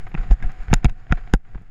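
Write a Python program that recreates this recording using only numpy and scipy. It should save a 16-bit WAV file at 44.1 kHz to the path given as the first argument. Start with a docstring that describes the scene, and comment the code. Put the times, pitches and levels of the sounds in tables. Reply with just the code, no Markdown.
"""Rubbing, air rumble and deep thumps from a camera strapped to a dog trotting over snow.
Harness and fur rub on the plastic housing while air buffets the microphone.
Each stride jolts the mount; chain links tick lightly, and mount and chain collar
knock on the housing, ringing its modes."""
import sys
import numpy as np
from scipy import signal
from scipy.fft import rfft, irfft
from scipy.io import wavfile
from scipy.ndimage import uniform_filter1d, minimum_filter1d

SR = 44100
rng = np.random.default_rng(int(sys.argv[2]) if len(sys.argv) > 2 else 0)


def inscribe(sig):
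    """Save sig as 16-bit PCM at rate SR to the path in sys.argv[1].

    A 1-D sig is mono; a 2-D sig holds one channel per row.
    Samples are clipped to [-1, 1] before scaling.
    """
    pcm = np.round(np.clip(np.atleast_2d(sig).T, -1, 1) * 32767)
    wavfile.write(sys.argv[1], SR, pcm.astype(np.int16))


N = 74970
T = np.arange(N) / SR
LEAD_S = .003  # graze ahead of each contact


def from_db(db):
    """Decibels to gain."""
    return 10 ** (np.asarray(db) / 20)


def rms_one(x):
    """Scale to rms 1."""
    return x / np.sqrt(np.mean(x ** 2) + 1e-20)


def add(out, start_s, x):
    """Mix x into out from start_s."""
    i = max(int(start_s * SR), 0)
    out[i:i + len(x)] += x[:N - i]


def coloured(x, spectrum):
    """Shape white x by (f/Hz, level/dB) points; rms 1."""
    hz, db = np.transpose(spectrum)
    bins_hz = np.maximum(np.fft.rfftfreq(N, 1 / SR), 1)
    gain = from_db(np.interp(np.log(bins_hz), np.log(hz), db))
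    return rms_one(irfft(rfft(x) * gain, N))


def ring(force, hz, t60_s):
    """One resonance, scaled to the energy of 5 ms at rms 1."""
    r = from_db(-60 / (t60_s * SR))
    y = signal.lfilter([1, 0, -1], [1, -2 * r * np.cos(2 * np.pi * hz / SR), r * r], force + 1e-18)
    return y / np.sqrt(np.sum(y ** 2) / (.005 * SR))


def low_pass(x, hz, order=2):
    """Butterworth low-pass."""
    return signal.sosfilt(signal.butter(order, min(hz, SR / 2 - 1), fs=SR, output="sos"), x)


def friction():
    """Fibres catch and slip on the housing: grains plus noise, rms 1."""
    # rubbing spectrum: f/Hz, density/dB
    spectrum = [(100, 3.5), (350, 3), (480, 3), (610, -6.5), (735, 13), (860, -2.5), (1120, 0.5),
                (1500, 4.5), (2300, -1.5), (3200, -11.5), (4300, -17), (5200, -16.5), (5900, -26.5),
                (6900, -14.5), (8200, -34.5), (11000, -32.5), (15000, -48)]
    grains_per_s, grain_share = 1500, .56
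    size_db = np.minimum(rng.exponential(1, N), 3)
    sizes = from_db(size_db) * rng.choice([-1, 1], N)
    grains = rms_one(sizes * (rng.random(N) < grains_per_s / SR))
    noise = rng.standard_normal(N)
    return coloured(np.sqrt(grain_share) * grains + np.sqrt(1 - grain_share) * noise, spectrum)


def harness():
    """The harness rubs steadily; its straps slip in sudden, duller scuffs."""
    # steady rubbing: t/s, relative level/dB
    rub_levels = [(0, -51), (.05, -56.5), (.15, -57), (.2, -47.5), (.28, -52.5), (.37, -58), (.45, -51.5),
                  (.56, -54), (.63, -49.5), (.67, -55.5), (.75, -47.5), (.81, -58), (.88, -60.5),
                  (.94, -63), (1.0, -57), (1.06, -62.5), (1.14, -52), (1.21, -55), (1.33, -57.5),
                  (1.37, -70), (1.43, -71.5), (1.48, -60.5), (1.7, -65.5)]
    # strap scuffs: t/s, relative level/dB, decay/s
    scuffs = [(.066, -41, 0.013), (0.115, -41.5, .005), (.174, -38.5, 0.019), (.21, -43, 0.0062),
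              (0.231, -42, 0.016), (0.302, -40, 0.031), (.399, -45.5, 0.0091), (0.436, -41, 0.013),
              (0.489, -45.5, 0.028), (0.681, -39.5, 0.0074), (.701, -39.5, 0.03), (0.828, -44.5, 0.013),
              (0.882, -45.5, 0.016), (1.066, -44, 0.0045), (1.094, -46.5, 0.042), (1.171, -40, 0.019),
              (1.273, -40, 0.0056), (1.296, -43.5, .006), (1.327, -48.5, 0.016), (1.449, -53, 0.0088),
              (1.545, -47, 0.0093), (1.574, -50.5, 0.012)]
    rub_gain_db, scuff_gain_db, attack_s = 2.5, 3, .0015
    rub = from_db(rub_gain_db + np.interp(T, *np.transpose(rub_levels)))
    slip = np.zeros(N)
    for start_s, db, decay_s in scuffs:
        age_s = np.maximum(T - start_s, 0)
        rise = 1 - np.exp(-age_s / attack_s)
        slip += from_db(scuff_gain_db + db) * rise * np.exp(-(age_s / decay_s) ** 2)
    return rub * friction() + slip * low_pass(friction(), hz=3200)


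def air():
    """Air buffets the microphone as the dog's back rises and falls."""
    # rumble spectrum: f/Hz, density/dB
    spectrum = [(15, 4), (30, -4.5), (55, -31.5), (90, -14), (170, -23), (260, -36.5), (500, -45.5),
                (1500, -91)]
    # rumble envelope: t/s, level/dB
    levels = [(0, -27), (.1, -34.5), (.19, -21.5), (.27, -24.5), (.39, -36), (.45, -18), (.53, -32),
              (.65, -36), (.72, -21), (.8, -35), (.88, -20.5), (.96, -33), (1.06, -36.5), (1.13, -30),
              (1.19, -36), (1.33, -33), (1.43, -42), (1.55, -33), (1.7, -37)]
    return from_db(np.interp(T, *np.transpose(levels))) * coloured(rng.standard_normal(N), spectrum)


def jolts():
    """The housing lurches: one slow push and pull of pressure per jolt."""
    # mount jolts: t/s, level/dB, f/Hz, build-up/cycles
    lurches = [(0.042, -31.5, 23, 0.92), (0.199, -12, 25.2, 0.44), (0.32, -1.5, 38.9, 0.51),
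               (0.456, -10.5, 26.85, 0.22), (0.603, -17, 23, 0.17), (0.688, -19, 43.4, 0.17),
               (0.717, -7.5, 69, 0.15), (0.755, -9, 28, 1), (0.856, -3, 42.4, 0.15),
               (0.903, -24.5, 25.4, 0.76), (1.109, -6.5, 43.65, 0.095), (1.144, -14, 24.4, 0.26),
               (1.236, -25, 27, 0.68), (1.3415, -5, 37.3, 0.24), (1.555, -23.5, 38.6, 0.52)]
    decay_cycles = .73
    out = np.zeros(N)
    for centre_s, db, hz, rise_cycles in lurches:
        cycles = hz * (T - centre_s)
        envelope = np.exp(-(cycles / np.where(cycles < 0, rise_cycles, decay_cycles)) ** 2)
        out -= from_db(db) * np.sin(2 * np.pi * cycles) * envelope
    return out


def contact(chatter_s, size=4096):
    """Force of one blow: brief graze, impact, dying micro-bounces, faint buzz."""
    rise_s, buzz_db, buzz_s = .00041, -44, .012
    lead = int(LEAD_S * SR)
    t = (np.arange(size) - lead) / SR
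    graze = np.exp(-abs(t) / rise_s)
    chatter = np.exp(-abs(t) / chatter_s)
    buzz = from_db(buzz_db) * np.exp(-abs(t) / buzz_s)
    force = rng.standard_normal(size) * np.where(t < 0, graze, chatter + buzz)
    force[lead] += 3.9  # impact
    return force


def chain():
    """Links touch with tiny bright ticks; now and then one rings free."""
    # link contacts: t/s, level/dB
    ticks = [(0.069, -72), (0.185, -85), (0.3254, -60), (0.327, -66), (0.334, -55.5), (0.432, -69),
             (0.519, -60), (0.7218, -56), (0.8633, -56), (0.866, -60), (1.11, -75), (1.346, -67),
             (1.3462, -52), (1.353, -69.5), (1.622, -74)]
    # link modes: f/Hz, relative level/dB, t60/s
    modes = [(5200, -2, 0.0013), (6660, -6.5, 0.0031), (9000, -22.5, .003), (11600, -12.5, 0.0024)]
    # freely ringing links: t/s, level/dB
    pings = [(0.086, -68), (1.11, -80.5)]
    out = np.zeros(N)
    for start_s, db in ticks:
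        force = contact(chatter_s=.0004)
        tick = sum(from_db(mode_db) * ring(force, hz, t60_s) for hz, mode_db, t60_s in modes)
        add(out, start_s - LEAD_S, from_db(db) * tick)
    ping = ring(signal.unit_impulse(SR // 10), hz=11300, t60_s=.065)
    for start_s, db in pings:
        add(out, start_s, from_db(db) * ping)
    return low_pass(out, hz=13000, order=4)


def knocks():
    """Each blow rings the housing and pushes the mount into a short dull thud."""
    # blows: t/s, chatter/s, wall pitch ratio before clipping, thud/dB, six register levels/dB
    blows = [(0.1431, 0.00066, 1.06, -25.5, -61, -31, -39.5, -37, -57.5, -124),
             (0.1492, 0.0016, 0.87, -20, -41, -37, -30.5, -26, -87, -84),
             (0.3107, 0.0044, 0.987, -20, -28, -24.5, -66, -39.5, -42.5, -58),
             (0.4245, 0.0081, 1.12, -34.5, -47, -45, -27, -39.5, -54.5, -66),
             (0.73, 0.0013, 0.84, -39, -8.5, -15.5, -15.5, -18, -39, -71),
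             (0.7312, 0.00086, 1.137, -5.5, -22.5, -17.5, -20, -25, -53, -77),
             (0.7385, 0.00072, .98, -52, -41, -32, -15.5, -22, -14, -30.5),
             (0.7407, .0005, 1.1, -18, -38, -32.5, -26, -24, -23, -32),
             (0.8452, 0.0014, .97, -10, -39, -20, -23, -25, -28.5, -42),
             (0.854, 0.0029, 1.016, -12, -30.5, -24.5, -32, -18, -79, -52.5),
             (0.8957, 0.0025, 1.05, -52, -55, -42, -40, -39, -52, -59.5),
             (1.1133, 0.0028, 1.15, -51, -48.5, -34.5, -28.5, -42, -57.5, -88),
             (1.1232, 0.0015, 0.996, -10, -25.5, -18, -11, -20, -37.5, -84.5),
             (1.3372, 0.00015, 1.082, -6, -9, -19, -10, -19, -25, -35.5),
             (1.3411, 0.0023, 0.66, -17.5, -40, -40.5, -27, -35.5, -54, -50.5),
             (1.3482, 0.0013, 0.93, -34.5, -39.5, -49, -35, -44, -53.5, -43.5),
             (1.5543, .002, 1.3, -30.5, -54, -43, -50, -50.5, -77, -94.5),
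             (1.614, 0.0019, 0.93, -40, -67.5, -61, -68, -68, -80.5, -87)]
    # register centres (boxy, low, hollow, middle, high, top): f/Hz
    registers_hz = [400, 750, 1550, 2500, 6500, 11000]
    # housing modes: f/Hz, relative level/dB, t60/s
    modes = [(322, 0.5, 0.004), (487, 0, 0.017), (721, -1.5, 0.035), (867, -0.5, 0.01), (1442, -2.5, 0.017),
             (1870, -0.5, 0.0052), (2150, 0.5, 0.0058), (2700, -2, 0.0051), (3740, -7, 0.0096),
             (4970, -7, 0.0086), (6615, -3.5, 0.0049), (7120, -3.5, .008), (8950, -6.5, 0.0022),
             (10800, -8, .004), (12200, -8, 0.0025)]
    mode_gain_db, wall_top_hz = -3.5, 2400
    mount = ring(signal.unit_impulse(SR // 10), hz=144, t60_s=.035)
    thud = low_pass(mount, hz=334)
    out = np.zeros(N)
    for start_s, chatter_s, pitch, thud_db, *register_db in blows:
        force = contact(chatter_s)
        wall_ratio = np.clip(pitch, .96, 1.15)  # wall modes shift with the load on the mount
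        add(out, start_s, from_db(thud_db) * thud)
        for k, (hz, db, t60_s) in enumerate(modes):
            drive_db = np.interp(np.log(hz), np.log(registers_hz), register_db)
            loaded_hz = hz * wall_ratio if hz < wall_top_hz else hz
            mode = low_pass(ring(force, loaded_hz, t60_s), 2 * hz)
            polarity = (-1) ** (k + 1)
            add(out, start_s - LEAD_S, polarity * from_db(mode_gain_db + db + drive_db) * mode)
    return out


def scene():
    """All sources right at the microphone, in dry open air, over a faint hiss; mono."""
    hiss = from_db(-83) * low_pass(rng.standard_normal(N), hz=8900)
    return (knocks() + jolts() + chain() + harness() + air() + hiss)[None]


def record(dry):
    """A fast limiter holds the hardest peaks; a steep low-pass cuts the top."""
    ceiling, window_s, stop_hz = .99, .003, 17800
    span = int(window_s * SR)
    needed_gain = ceiling / np.maximum(np.abs(dry), ceiling)
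    gain = uniform_filter1d(minimum_filter1d(needed_gain, span), span)
    return signal.sosfilt(signal.cheby2(12, 70, stop_hz, fs=SR, output="sos"), gain * dry)


dry = scene()
out = record(dry)
inscribe(out)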